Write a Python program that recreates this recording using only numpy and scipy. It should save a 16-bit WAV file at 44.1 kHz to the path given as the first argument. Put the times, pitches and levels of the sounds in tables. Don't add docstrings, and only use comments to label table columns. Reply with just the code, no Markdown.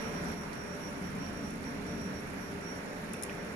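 import sys
import numpy as np
from scipy import signal
from scipy.fft import rfft, irfft, next_fast_len
from scipy.io import wavfile

SR = 44100
rng = np.random.default_rng(int(sys.argv[2]) if len(sys.argv) > 2 else 0)


def store_pcm(level_fs):
    pcm = np.round(np.clip(level_fs, -1, 1) * 32767).astype(np.int16)
    wavfile.write(sys.argv[1], SR, np.atleast_2d(pcm).T)


def decibels_to_gain(level_db):
    exponent = np.asarray(level_db, float) / 20
    return 10 ** exponent


N = 156555
T = np.arange(N) / SR
SIZE = next_fast_len(N + 8192)
HZ = np.maximum(np.arange(SIZE // 2 + 1) * SR / SIZE, 1)
SPRAY_BAND_HZ = [6400, 11300]


# [t/s, peak level/dB, t60/s]
SNAPS = [
    (3.1342, -28, .011),
    (3.2232, -39, .010),
    (3.2245, -28, .008),
    (3.2318, -33, .014),
    (3.2350, -25, .011),
]


def snaps():
    click_gain, click_delay_s = 2.1, .0004
    out = bursts(SNAPS) * splash_noise()
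    for s, db, _ in SNAPS:
        out[:, int((s + click_delay_s) * SR)] += click_gain * decibels_to_gain(db)
    return decibels_to_gain(-3) * band(out, SPRAY_BAND_HZ)


# [t/s, peak level/dB, t60/s]
SPRAY = [(3.144, -44, .012), (3.168, -48, .006), (3.2505, -50, .01), (3.292, -52, .015), (.530, -51, .04),
         (.285, -57, .03), (1.265, -54, .015), (1.64, -54, .02), (2.303, -51, .02), (2.755, -51, .03),
         (3.04, -56, .06)]


def spray():
    return band(bursts(SPRAY) * splash_noise(), SPRAY_BAND_HZ)


# [t/s, peak level/dB, f/Hz, t60/s]
BUBBLES = [(3.1408, -32, 2550, .013), (3.143, -43, 3500, .012), (3.232, -42, 3600, .012),
           (3.2947, -35, 2950, .012), (3.2955, -32, 2450, .018), (3.2958, -38, 1850, .020),
           (3.312, -39, 1900, .045), (3.2335, -38, 5350, .025), (3.2345, -37, 7100, .025),
           (3.2328, -40, 9700, .03), (3.2248, -43, 9500, .015), (.531, -49, 4400, .014),
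           (1.262, -43, 4500, .012), (1.641, -49, 4500, .01)]


def bubbles():
    attack_s, rise_per_t60, pan_db = .0008, .05, 3.0
    out = np.zeros(N)
    for s, db, hz, t60 in BUBBLES:
        age = np.maximum(T - s, 0)
        envelope = (1 - np.exp(-age / attack_s)) * decibels_to_gain(db - 60 * age / t60)
        cycles = hz * age * (1 + rise_per_t60 * age / t60)
        out += envelope * np.sin(2 * np.pi * cycles)
    return out * decibels_to_gain(pan_db * np.array([[1], [-1]]))


# [t/s, peak level/dB, t60/s]
SLOSH = [
    (3.139, -50, .02),
    (3.2945, -44, .05),
    (3.311, -45, .07),
]


def slosh():
    return band(bursts(SLOSH, tail_db=-28) * splash_noise(), [1400, 3200])


# [t/s, peak level/dB, t60/s]
DRIPS = [
    (.283, -50, .04),
    (.529, -45, .05),
    (1.263, -49, .02),
    (1.64, -47, .025),
    (3.2318, -40, .02),
    (3.1345, -46, .015),
]


def drips():
    return band(bursts(DRIPS, tail_db=-29) * splash_noise(), [3600, 5800])


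# [t/s, f/Hz]
WHINE = [(0, 5646), (.42, 5647), (.6, 5636), (.82, 5648), (1.1, 5645), (1.27, 5634), (1.5, 5646),
         (1.75, 5642), (1.95, 5634), (2.2, 5647), (2.5, 5643), (2.72, 5633), (3.0, 5645), (3.3, 5636),
         (3.55, 5640)]
# [start t/s, end t/s, level/dB]
RIGHT_SWELLS = [(-.1, .136, -58.5), (.14, .22, -58.5), (.25, .35, -59), (.35, .46, -58.5), (.51, .66, -59),
                (.65, .78, -57.5), (.81, .9, -54.5), (.94, 1.0, -64), (1.03, 1.13, -61), (1.19, 1.3, -55.5),
                (1.33, 1.41, -58.5), (1.43, 1.5, -56.5), (1.5, 1.57, -63), (1.64, 1.71, -58.5),
                (1.71, 1.78, -63), (1.86, 1.96, -57.5), (1.95, 2.12, -56.5), (2.14, 2.2, -56),
                (2.21, 2.3, -68), (2.36, 2.53, -61.5), (2.62, 2.8, -55.5), (2.87, 3, -63),
                (3.1, 3.19, -63.5), (3.2, 3.24, -67), (3.29, 3.36, -63), (3.38, 3.44, -63),
                (3.47, 3.53, -65)]
# [start t/s, end t/s, level/dB]
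LEFT_SWELLS = [(.14, .26, -55), (.3, .35, -59), (.44, .56, -55), (.55, .72, -55), (.88, .99, -53),
               (1.1, 1.24, -53), (1.33, 1.47, -54), (1.55, 1.7, -57), (1.78, 2.0, -55), (2.09, 2.16, -56),
               (2.24, 2.32, -58), (2.6, 2.83, -55), (2.87, 2.93, -58), (3.13, 3.3, -55), (3.45, 3.55, -60)]
# [start t/s, end t/s, level/dB]
OCTAVE_SWELLS = [(0, .09, -74), (.11, .18, -77), (.24, .43, -69), (.77, .88, -67), (1.0, 1.12, -72),
                 (1.23, 1.31, -75), (1.42, 1.6, -79), (1.72, 1.77, -73), (1.89, 2.08, -70),
                 (2.1, 2.32, -70), (2.32, 2.54, -68), (2.68, 2.83, -76), (2.95, 3.1, -71)]


def whine():
    wobble_hz, fade_db = 2, 1.2
    phase = 2 * np.pi * np.cumsum(in_time(WHINE) + wobble_hz * drift(8)) / SR
    fade_left, fade_right, fade_octave = [decibels_to_gain(fade_db * drift(15)) for _ in range(3)]
    left = fade_left * swells(LEFT_SWELLS, base_db=-64) * np.cos(phase)
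    right = fade_right * swells(RIGHT_SWELLS, base_db=-75) * np.sin(phase)
    octave = fade_octave * swells(OCTAVE_SWELLS, base_db=-81) * np.sin(2 * phase)
    return np.array([left, right]) + octave + second_whine()


def second_whine():
    hz, width_hz, level_db, pan_db = 5420, 14, -75.5, -1
    resonance = 1 / (1 + (2 * (HZ - hz) / width_hz) ** 2)
    pan = decibels_to_gain(pan_db * np.array([[-1], [1]]))
    return decibels_to_gain(level_db) * pan * rms_one(to_time(room_noise(resonance)))


# [f/Hz, level/dB rms, width/Hz]
HUM = [(179.1, -57.5, 31), (203.5, -74.5, 26), (272.6, -62, 14), (296, -63.5, 14.4), (402.7, -56.5, 12.5),
       (448.7, -59.5, 8.4), (509.5, -67, 3.9), (587.8, -60.5, 14.5), (658, -88, 5.5), (702.4, -63.5, 3.8),
       (800, -76, 5.6), (909, -64, 49)]


def hum():
    gain = 0
    for hz, db, width_hz in HUM:
        gain = gain + decibels_to_gain(db) / np.sqrt(width_hz) / (1 + (2 * (HZ - hz) / width_hz) ** 2)
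    return to_time(room_noise(gain)) * np.sqrt(SR / 1.6)


# [f/Hz, level/dB per Hz]
HISS = [(250, -7.5), (420, -1), (800, -7.5), (1150, -7), (1500, -4.5), (2350, -9), (3100, -20), (5000, -25)]


def hiss():
    hiss_db, trickle_db, ticks_per_s = -44, -69, 130
    gain = decibels_to_gain(at_hz([(60, -5), *HISS, (16500, -37)], HZ))
    air = patchy(room_noise(gain), patchy_db=0.8, shared=0.33)
    tick_level = decibels_to_gain(1.2 * np.minimum(rng.exponential(1, N), 3))
    ticks = (rng.random(N) < ticks_per_s / SR) * tick_level
    puffs = signal.lfilter([1], [1, -.985], ticks) * rng.standard_normal((2, N))
    return decibels_to_gain(hiss_db) * air + decibels_to_gain(trickle_db) * rms_one(band(puffs, SPRAY_BAND_HZ))


# [t/s, level/dB]
SWELL = [(0.4, -44), (.9, -44), (1.17, -40), (1.6, -41), (1.78, -41), (2.07, -40), (2.29, -45),
         (2.39, -42.5), (2.45, -45), (2.56, -41), (2.65, -48), (2.86, -43), (2.98, -49.5), (3.12, -43.5),
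         (3.3, -46), (3.4, -43.5), (3.55, -46.5)]
# [f/Hz, level/dB per Hz]
RUMBLE = [(20, -14), (33, -6.5), (52, -16.5), (84, -4), (104, -13.5), (190, -1), (290, -7), (345, -20)]


def rumble():
    gain = decibels_to_gain(at_hz([*RUMBLE, (500, -74)], HZ))
    return decibels_to_gain(in_time(SWELL) - 0.5) * rms_one(to_time(room_noise(gain)))


# [f/Hz, correlation/-1..1]
LIKENESS = [(60, 1), (110, 0.78), (200, 0.97), (380, 0.61), (700, 0.44), (1290, -0.22), (2380, -0.00069),
            (4400, -0.32)]


def room_noise(gain):
    mid, side = rfft(rng.standard_normal((2, SIZE)))
    alike = np.clip(at_hz(LIKENESS, HZ), -.99, .99)
    return gain * (np.sqrt(1 + alike) * mid + np.sqrt(1 - alike) * side * np.array([[1], [-1]]))


def patchy(spectrum, patchy_db, shared):
    together = drift(9)
    place = np.clip(2 * np.log2(HZ / 250), 0, 12)
    out = 0
    for k in range(13):
        share = np.clip(1 - abs(place - k), 0, 1)
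        flicker_db = patchy_db * (shared * together + drift(4.4))
        out = out + to_time(spectrum * share) * decibels_to_gain(flicker_db)
    return rms_one(out)


def splash_noise():
    return .8 * rng.standard_normal(N) + .8 * rng.standard_normal((2, N))


def bursts(rows, tail_db=-26):
    attack_s, tail_t60_s = .00023, .18
    envelope = np.zeros(N)
    for s, db, t60 in rows:
        age = np.maximum(T - s, 0)
        decay = decibels_to_gain(db - 60 * age / t60)
        tail = decibels_to_gain(db + tail_db - 60 * age / tail_t60_s)
        envelope += (1 - np.exp(-age / attack_s)) * (decay + tail)
    return envelope


def swells(rows, base_db):
    spill_s = .022
    power = decibels_to_gain(base_db) ** 2
    for start, end, db in rows:
        place = np.clip((T - start + spill_s) / (end - start + 2 * spill_s), 0, 1)
        power = power + decibels_to_gain(db) ** 2 * np.sin(np.pi * place) ** 2
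    return np.sqrt(2 * power)


def drift(rate_hz):
    r = np.exp(-80 * np.pi * rate_hz / SR)
    slow = signal.lfilter([1], [1, -2 * r, r * r], rng.standard_normal(N // 40 + 2002))[2000:]
    return np.interp(np.arange(N) / 40, np.arange(len(slow)), rms_one(slow - slow.mean()))


def band(x, edges_hz):
    return signal.sosfilt(signal.butter(2, edges_hz, "band", fs=SR, output="sos"), x)


def to_time(spectrum):
    return irfft(spectrum, SIZE)[:, :N]


def rms_one(x):
    return x / np.sqrt(np.mean(x ** 2) + 1e-20)


def in_time(rows):
    s, value = np.transpose(rows)
    return np.interp(T, s, value)


def at_hz(points, hz):
    point_hz, db = np.transpose(points)
    return np.interp(np.log(hz), np.log(point_hz), db)


def scene():
    water = snaps() + spray() + bubbles() + slosh() + drips()
    return water + whine() + hum() + hiss() + rumble()


def port(colour):
    cepstrum = irfft(np.log(decibels_to_gain(at_hz(colour, HZ))), SIZE)
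    fold = np.where(np.arange(SIZE) < SIZE // 2, 2., 0.)
    fold[0] = 1
    return np.exp(rfft(cepstrum * fold))


def top_cut(x):
    return signal.sosfilt(signal.butter(12, 16220, fs=SR, output="sos"), x)


# [f/Hz, level/dB]
PORT_LEFT = [(1300, 0.64), (2200, -5.5), (5200, -2), (6600, -28), (7800, -2), (9700, 12), (11000, 4.5),
             (15000, 0.5)]
PORT_RIGHT = [(1000, 0.96), (2000, 2), (5000, 5.5), (7200, 8), (8500, -13), (10200, -56), (12500, 2),
              (15200, -0.5)]


def record(dry):
    cutoff_hz, bass_cut_hz, left_bass_db = 15530, 22, -1.6
    start_gain_db, step_s, step_length_s = 3.0, .345, .0034
    limits = (HZ < cutoff_hz) / (1 + (bass_cut_hz / HZ) ** 2)
    left_bass = decibels_to_gain(left_bass_db / (1 + (HZ / 110) ** 4))
    ports = np.array([left_bass * port(PORT_LEFT), port(PORT_RIGHT)])
    mix = to_time(rfft(dry, SIZE) * limits * ports)
    mix = mix * decibels_to_gain(start_gain_db * np.clip((step_s - T) / step_length_s, 0, 1))
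    return top_cut(mix)


dry = scene()
out = record(dry)
store_pcm(out)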